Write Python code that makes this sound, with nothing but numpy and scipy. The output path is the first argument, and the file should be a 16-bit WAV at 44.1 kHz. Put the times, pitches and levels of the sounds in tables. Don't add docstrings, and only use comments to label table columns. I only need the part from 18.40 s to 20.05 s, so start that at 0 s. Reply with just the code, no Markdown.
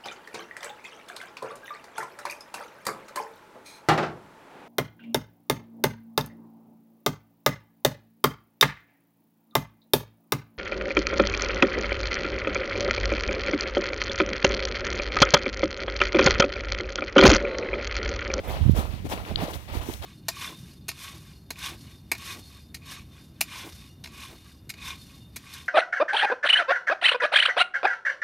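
import sys
import numpy as np
from scipy import signal
from scipy.fft import rfft, irfft
from scipy.io import wavfile

SR = 44100
rng = np.random.default_rng(int(sys.argv[2]) if len(sys.argv) > 2 else 0)


def wav_out(sig):
    wavfile.write(sys.argv[1], SR, np.round(np.clip(np.atleast_2d(sig).T, -1, 1) * 32767).astype(np.int16))


def linear_from_db(decibels):
    return 10 ** (np.asarray(decibels, float) / 20)


N = 72765
T = np.arange(N) / SR
HZ = np.fft.rfftfreq(N, 1 / SR)

# start in seconds, length in seconds, clop, grit and swish levels in dB.
SCUFFS = [(-.02, 0.058, -44.5, -51, -84), (0.029, 0.066, -39, -49.5, -51.5),
          (0.079, 0.087, -34.5, -39.5, -45), (0.126, 0.088, -39, -38.5, -52.5),
          (0.164, 0.21, -44, -45.5, -54), (0.342, 0.11, -30, -36.5, -46), (0.422, 0.078, -43, -46, -68),
          (0.483, 0.14, -48, -46, -56.5), (0.646, 0.039, -44.5, -43.5, -47.5),
          (0.686, 0.065, -37.5, -40.5, -37.5), (0.711, 0.046, -31, -32.5, -42),
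          (0.735, 0.12, -39, -45.5, -76), (0.844, 0.11, -38.5, -41, -50.5),
          (0.966, 0.11, -36.5, -35.5, -52), (1, 0.077, -31.5, -38, -42.5), (1.065, 0.07, -36, -41.5, -49),
          (1.128, 0.044, -38, -39.5, -40), (1.276, 0.056, -40, -41, -57), (1.316, 0.1, -35.5, -38.5, -43),
          (1.406, 0.051, -37.5, -40.5, -46.5), (1.44, 0.15, -45, -42.5, -42),
          (1.615, 0.1, -34, -38.5, -43.5)]
# start in seconds, length in seconds, level in dB.
FAR_SCUFFS = [
    (0.032, 0.053, -40),
    (0.066, 0.058, -36),
    (0.867, 0.06, -40.5),
    (1.268, 0.021, -62),
    (1.347, 0.048, -63),
]
# start in seconds, length in seconds, level in dB.
SWISHES = [
    (0.304, 0.024, -47),
    (0.351, 0.079, -38.5),
    (1.101, 0.023, -41),
    (1.533, 0.0099, -37.5),
]
# frequency in Hz, level in dB.
CLOP_SPECTRUM = [(150, -1.5), (300, -8), (480, -2), (700, -1), (1000, -2), (1400, -4.5), (2500, -21)]
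GRIT_SPECTRUM = [(1000, 0.5), (1700, -2), (2500, -1), (3500, -2), (4500, -6), (5200, -11.5), (7000, -24)]
SWISH_SPECTRUM = [(3000, -40), (5500, 3), (7300, -2), (10000, -1), (13000, 0), (16000, -4)]
FAR_GRIT_SPECTRUM = [(600, 1.5), (1300, -14.5), (2200, -9), (3300, -17.5), (4500, -23), (8000, -34)]
# frequency in Hz, level in dB.
RIGHT_SHADOW = [(300, 7), (700, -0.5), (1200, -2), (2000, -6.5), (3500, -10.5), (6000, -18), (15000, -18.5)]
# frequency in Hz, likeness from 0 to 1.
PORT_LIKENESS = [(300, 1), (900, 0.88), (2000, 0.27), (3500, 0.23), (6000, 0.071)]
# peak time in seconds, peak in dB, pitch in Hz,
# left minus right in dB.
CLODS = [(0.0763, -23, 630, -29), (0.0846, -28, 766, -21), (0.0925, -21, 674, -7), (0.1056, -18, 670, -10),
         (0.1155, -23, 730, 2), (0.1237, -24, 710, 4.2), (0.1417, -22, 740, 8), (0.1489, -23, 690, 2.6),
         (0.1614, -26.3, 620, 3.9), (0.1694, -19.5, 634, -13), (0.1786, -27, 690, 8), (0.3776, -27, 640, 0),
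         (0.3844, -28, 805, 8), (0.3955, -24, 665, 1.4), (0.4033, -25.5, 780, 7), (0.4122, -25.4, 626, 4.6),
         (0.4305, -28, 678, 6), (0.4546, -22.5, 860, 8), (0.6655, -25, 693, 4), (0.7198, -18, 730, 4),
         (0.7254, -20.5, 825, 0), (0.7353, -20, 600, 14.5), (0.7434, -27.5, 585, 10),
         (0.777, -25, 614, 3.6), (0.8026, -25.5, 750, 9), (0.8882, -35, 564, -5), (0.9137, -24, 659, -1),
         (0.9214, -28, 636, 2), (0.9885, -21, 770, -16.3), (1.0106, -26, 745, -10),
         (1.0219, -19, 681, -1.7), (1.0287, -21.5, 690, -1), (1.0352, -23, 680, 2), (1.0459, -30, 580, -5),
         (1.0526, -23, 550, 0.3), (1.0669, -22.5, 666, 8), (1.0831, -18, 540, 4.5), (1.106, -31.9, 684, 1),
         (1.4978, -20.5, 810, -21), (1.6435, -23.5, 730, -4)]
# peak time in seconds, peak in dB, pitch in Hz, left minus right in dB.
KNOCKS = [(0.3888, -18, 200, -32), (0.6469, -24.5, 280, 26), (0.654, -19.5, 310, 25), (0.61, -38, 83.3, 8),
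          (.7365, -18.5, 328, 21), (0.839, -30, 203, 21), (0.9142, -29.5, 334, 0), (.9190, -21, 208, -16),
          (0.995, -22, 110, -33), (1.0240, -22.5, 170, -28), (1.0293, -26, 283, -3), (1.036, -17, 234, -16),
          (1.354, -23, 255, -32), (1.4894, -17, 310, -23), (1.5012, -25, 324, -5)]
# peak time in seconds, peak in dB, pitch in Hz, right port relative to left in dB.
TICKS = [(0.1707, -29.5, 2500, -2), (.7770, -25, 2400, -6), (0.8515, -28, 2500, -4),
         (1.5395, -23.5, 3700, -5), (.7220, -24, 3500, -6), (0.7295, -23, 3950, -13),
         (.9591, -5, 3770, -16), (1.1362, -26.5, 3370, -8), (1.1420, -23.5, 3840, -7),
         (1.4660, -46, 1010, 14), (1.6250, -26.5, 3440, -33)]
# start in seconds, level in dB, pitch ratio.
CHINKS = [
    (0.034, -63, 1.2),
    (0.046, -55, 1.3),
    (.077, -39, 1.0),
    (.095, -43, 1.005),
]
# frequency in Hz, level in dB, 60 dB decay time in seconds.
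RING_MODES = [(9180, -9, .05), (9900, -8, .07), (12400, -2, .05), (12680, 0, .07), (15100, -4, .06),
              (15350, -9, .05)]
# time in seconds, level in dB.
LEFT_WIND = [(0, -64), (.17, -37.5), (.32, -46.5), (.54, -61), (.67, -34.5), (.8, -50), (1.14, -56),
             (1.2, -58), (1.36, -46), (1.55, -59), (1.62, -53)]
RIGHT_WIND = [(0, -43), (.12, -34.5), (.17, -35), (.22, -34), (.3, -32.5), (.42, -35.5), (.63, -38),
              (.85, -40), (.95, -32), (1.07, -40.5), (1.29, -44.5), (1.38, -39.5), (1.45, -38.5),
              (1.65, -46)]
# frequency in Hz, level in dB.
RUMBLE_SPECTRUM = [(28, -52), (42, -5), (70, 7.5), (95, 0.5), (130, -5.5), (200, -13), (350, -27),
                   (600, -103)]
FLUTTER_SPECTRUM = [(60, -2), (120, -6.5), (200, -9.5), (300, -11), (500, -31), (900, -87)]
# trough time in seconds, peak in dB, pitch in Hz.
SLAPS = [(.2107, -20, 170), (.2196, -13, 90), (.2317, -12, 105), (.2470, -15, 55), (.2567, -17, 190),
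         (.2666, -5, 135), (.2813, -13, 170), (.2895, -15, 110), (.2974, -1.5, 210), (.3134, -9, 100),
         (.3241, -12, 95), (.3377, -12, 140), (1.3309, -25, 70), (1.3779, -17, 82), (1.4060, -20, 74),
         (.0888, -22, 70), (.1143, -25, 70), (.1350, -26, 80), (.1483, -24, 70), (.3605, -18, 60),
         (.3799, -17, 65), (.3937, -15, 95), (.4058, -18, 85), (.4516, -25, 70), (.4996, -20, 80),
         (.5222, -25, 80), (.5424, -22, 150), (.6066, -25, 100), (.9501, -20, 75), (.9789, -24, 77),
         (1.1613, -24, 130), (1.1752, -27, 70), (1.6085, -26, 70), (1.6205, -28, 80)]
# frequency in Hz, level in dB.
FOREST_SPECTRUM = [(150, -16), (400, -28), (1000, -22), (2000, -8.5), (3500, -12.5), (5500, -18.5),
                   (7500, -23), (16000, -22.5)]


def evened(x):
    return x / np.sqrt(np.mean(x ** 2) + 1e-20)


def read(points):
    hz, value = np.transpose(points)
    return np.interp(np.log(HZ + 1), np.log(hz + 1), value)


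def colour(x, spectrum):
    return evened(irfft(rfft(x) * linear_from_db(read(spectrum)), N))


def pan(left_minus_right_db):
    return linear_from_db([[min(left_minus_right_db, 0)], [min(-left_minus_right_db, 0)]])


def grains(per_s, spread_db, smooth, low_hz, high_hz, cycles, count=8):
    draw, size, hiss = rng.random(N), rng.exponential(1, N), rng.standard_normal((2, N))
    clicks = np.sign(hiss[0]) * linear_from_db(spread_db * np.minimum(size, 3)) * (draw < per_s / SR)
    kind, out = rng.integers(0, count, N), np.zeros(N)
    t = T[:1500]
    for k, hz in enumerate(np.geomspace(low_hz, high_hz, count)):
        u = t * hz / cycles
        ringing = hz * u * np.exp(-3 * u) * np.sin(2 * np.pi * hz * t)
        out += signal.oaconvolve(clicks * (kind == k), ringing)[:N]
    return evened(out) + smooth * hiss[1] * np.sqrt(SR / 2 / high_hz)


def strokes(start, length, db):
    early_peak, tail_db, tail_s = 0.74, -12, 0.048
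    u, length = T - np.asarray(start)[:, None], np.asarray(length)[:, None]
    swell = np.sin(np.pi * np.clip(u / length, 0, 1) ** early_peak) ** 2
    tail = linear_from_db(2 * tail_db) * np.exp(-abs(u - length) / tail_s) * (u > length / 2)
    power = linear_from_db(2 * np.asarray(db))[:, None] * (swell + tail)
    return np.sqrt(power.sum(0))


def ports(a, b):
    same = np.clip(read(PORT_LIKENESS), 0, 1)
    left = rfft(a) * np.exp(-2j * np.pi * HZ * 0.00027)
    blend = same * rfft(a) + np.sqrt(1 - same ** 2) * rfft(b)
    return irfft(np.array([left, linear_from_db(read(RIGHT_SHADOW)) * blend]), N)


def scuff_layers():
    start, length, clop_db, grit_db, swish_db = np.transpose(SCUFFS)
    clop = colour(grains(700, 2.1, 0.48, 315.0, 1238, cycles=2.6), CLOP_SPECTRUM)
    grit = colour(grains(1200, 2.6, 0.97, 1655, 5390, cycles=3.54), GRIT_SPECTRUM)
    swish = colour(grains(6000, 3.9, 1.6, 5330, 22600, cycles=5.5), SWISH_SPECTRUM)
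    swish_level = np.hypot(strokes(start, length, swish_db), strokes(*np.transpose(SWISHES)))
    return (strokes(start, length, clop_db - 3) * clop
            + strokes(start, length, grit_db) * grit
            + swish_level * swish)


def scuffs():
    near = ports(scuff_layers(), scuff_layers())
    far_grit = colour(grains(1800, 0.81, 0.97, 1040, 3580, cycles=7.1), FAR_GRIT_SPECTRUM)
    far = strokes(*np.transpose(FAR_SCUFFS)) * far_grit
    return near + far * linear_from_db([[-6], [0]])


def blip(s, db, hz, cycles, ring_on=1.79):
    u = np.clip((T - s) * hz, -9, 9)
    envelope = np.exp(-(u / cycles / np.where(u > 0, ring_on, 1)) ** 2)
    return linear_from_db(db) * envelope * np.cos(2 * np.pi * u)


def clods():
    out = np.zeros((2, N))
    for s, db, hz, pan_db in CLODS:
        out += blip(s, db - 5, hz, 0.9, ring_on=1.2) * pan(pan_db)
    return out


def knocks():
    out = np.zeros((2, N))
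    for s, db, hz, pan_db in KNOCKS:
        out += blip(s, db, hz, 0.51) * pan(pan_db)
    return out


def tick(s, db, hz):
    width, edge_db = 0.47, -19
    u = np.clip((T - s) * hz, -30, 30)
    envelope = np.exp(-(u / np.where(u > 0, 7, 2.5)) ** 2)
    band = np.sinc(width * u) * envelope * np.cos(2 * np.pi * u)
    return linear_from_db(db) * (band + linear_from_db(edge_db) * np.exp(-(6 * u) ** 2))


def ticks():
    out = np.zeros((2, N))
    for s, db, hz, right_db in TICKS:
        out += [tick(s, db, hz), -blip(s + 0.00041, db + right_db, 0.55 * hz, 0.25)]
    return out


def chinks():
    out = np.zeros((2, N))
    for s, db, ratio in CHINKS:
        u = np.maximum(T - s, 0)
        modes = np.zeros(N)
        for hz, mode_db, t60 in RING_MODES:
            modes += linear_from_db(db + mode_db - 60 * u / t60) * np.sin(2 * np.pi * hz * ratio * u)
        out += np.minimum(u / .004, 1) * modes * linear_from_db([[0], [-17]])
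    return out


def slap(s, db, hz):
    cycles, lead, settle, build = 0.5, 0.22, 0.6, 0.5
    u = np.clip((T - s) * hz, -9, 9)
    u = np.where(u > 0, settle * u, np.maximum(u, build * (u + .5) - .5))
    envelope = np.exp((lead ** 2 - (u + lead) ** 2) / cycles ** 2)
    return -linear_from_db(db) * envelope * np.cos(2 * np.pi * u)


def wind():
    left_db = np.interp(T, *np.transpose(LEFT_WIND))
    right_db = np.interp(T, *np.transpose(RIGHT_WIND)) + 3.9
    level_db = np.array([left_db, right_db])
    rumble = np.array([colour(rng.standard_normal(N), RUMBLE_SPECTRUM) for _ in range(2)])
    flutter = np.array([colour(rng.standard_normal(N), FLUTTER_SPECTRUM) for _ in range(2)])
    flutter_db = 1.2 * level_db + 0.5 + np.array([[9], [0]])
    out = linear_from_db(level_db) * rumble + linear_from_db(flutter_db) * flutter
    for s, db, hz in SLAPS:
        out[1] += slap(s, db, hz)
    out[0] += linear_from_db(-38.0) * out[1]
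    return out


def forest():
    twins = [colour(rng.standard_normal(N), FOREST_SPECTRUM) for _ in range(2)]
    return linear_from_db(-51.5) * ports(*twins)


def scene():
    return scuffs() + clods() + knocks() + ticks() + chinks() + wind() + forest()


def roll_off(x):
    return signal.sosfilt(signal.butter(12, 15900, fs=SR, output="sos"), x)


def record(dry):
    low_pass = signal.firwin(1501, 15930, window=("kaiser", 9), fs=SR)
    band = signal.oaconvolve(dry, low_pass[None], "same")
    high_pass = signal.butter(2, 31, "high", fs=SR, output="sos")
    mix = signal.sosfiltfilt(high_pass, band)
    return roll_off(mix)


dry = scene()
out = record(dry)
wav_out(out)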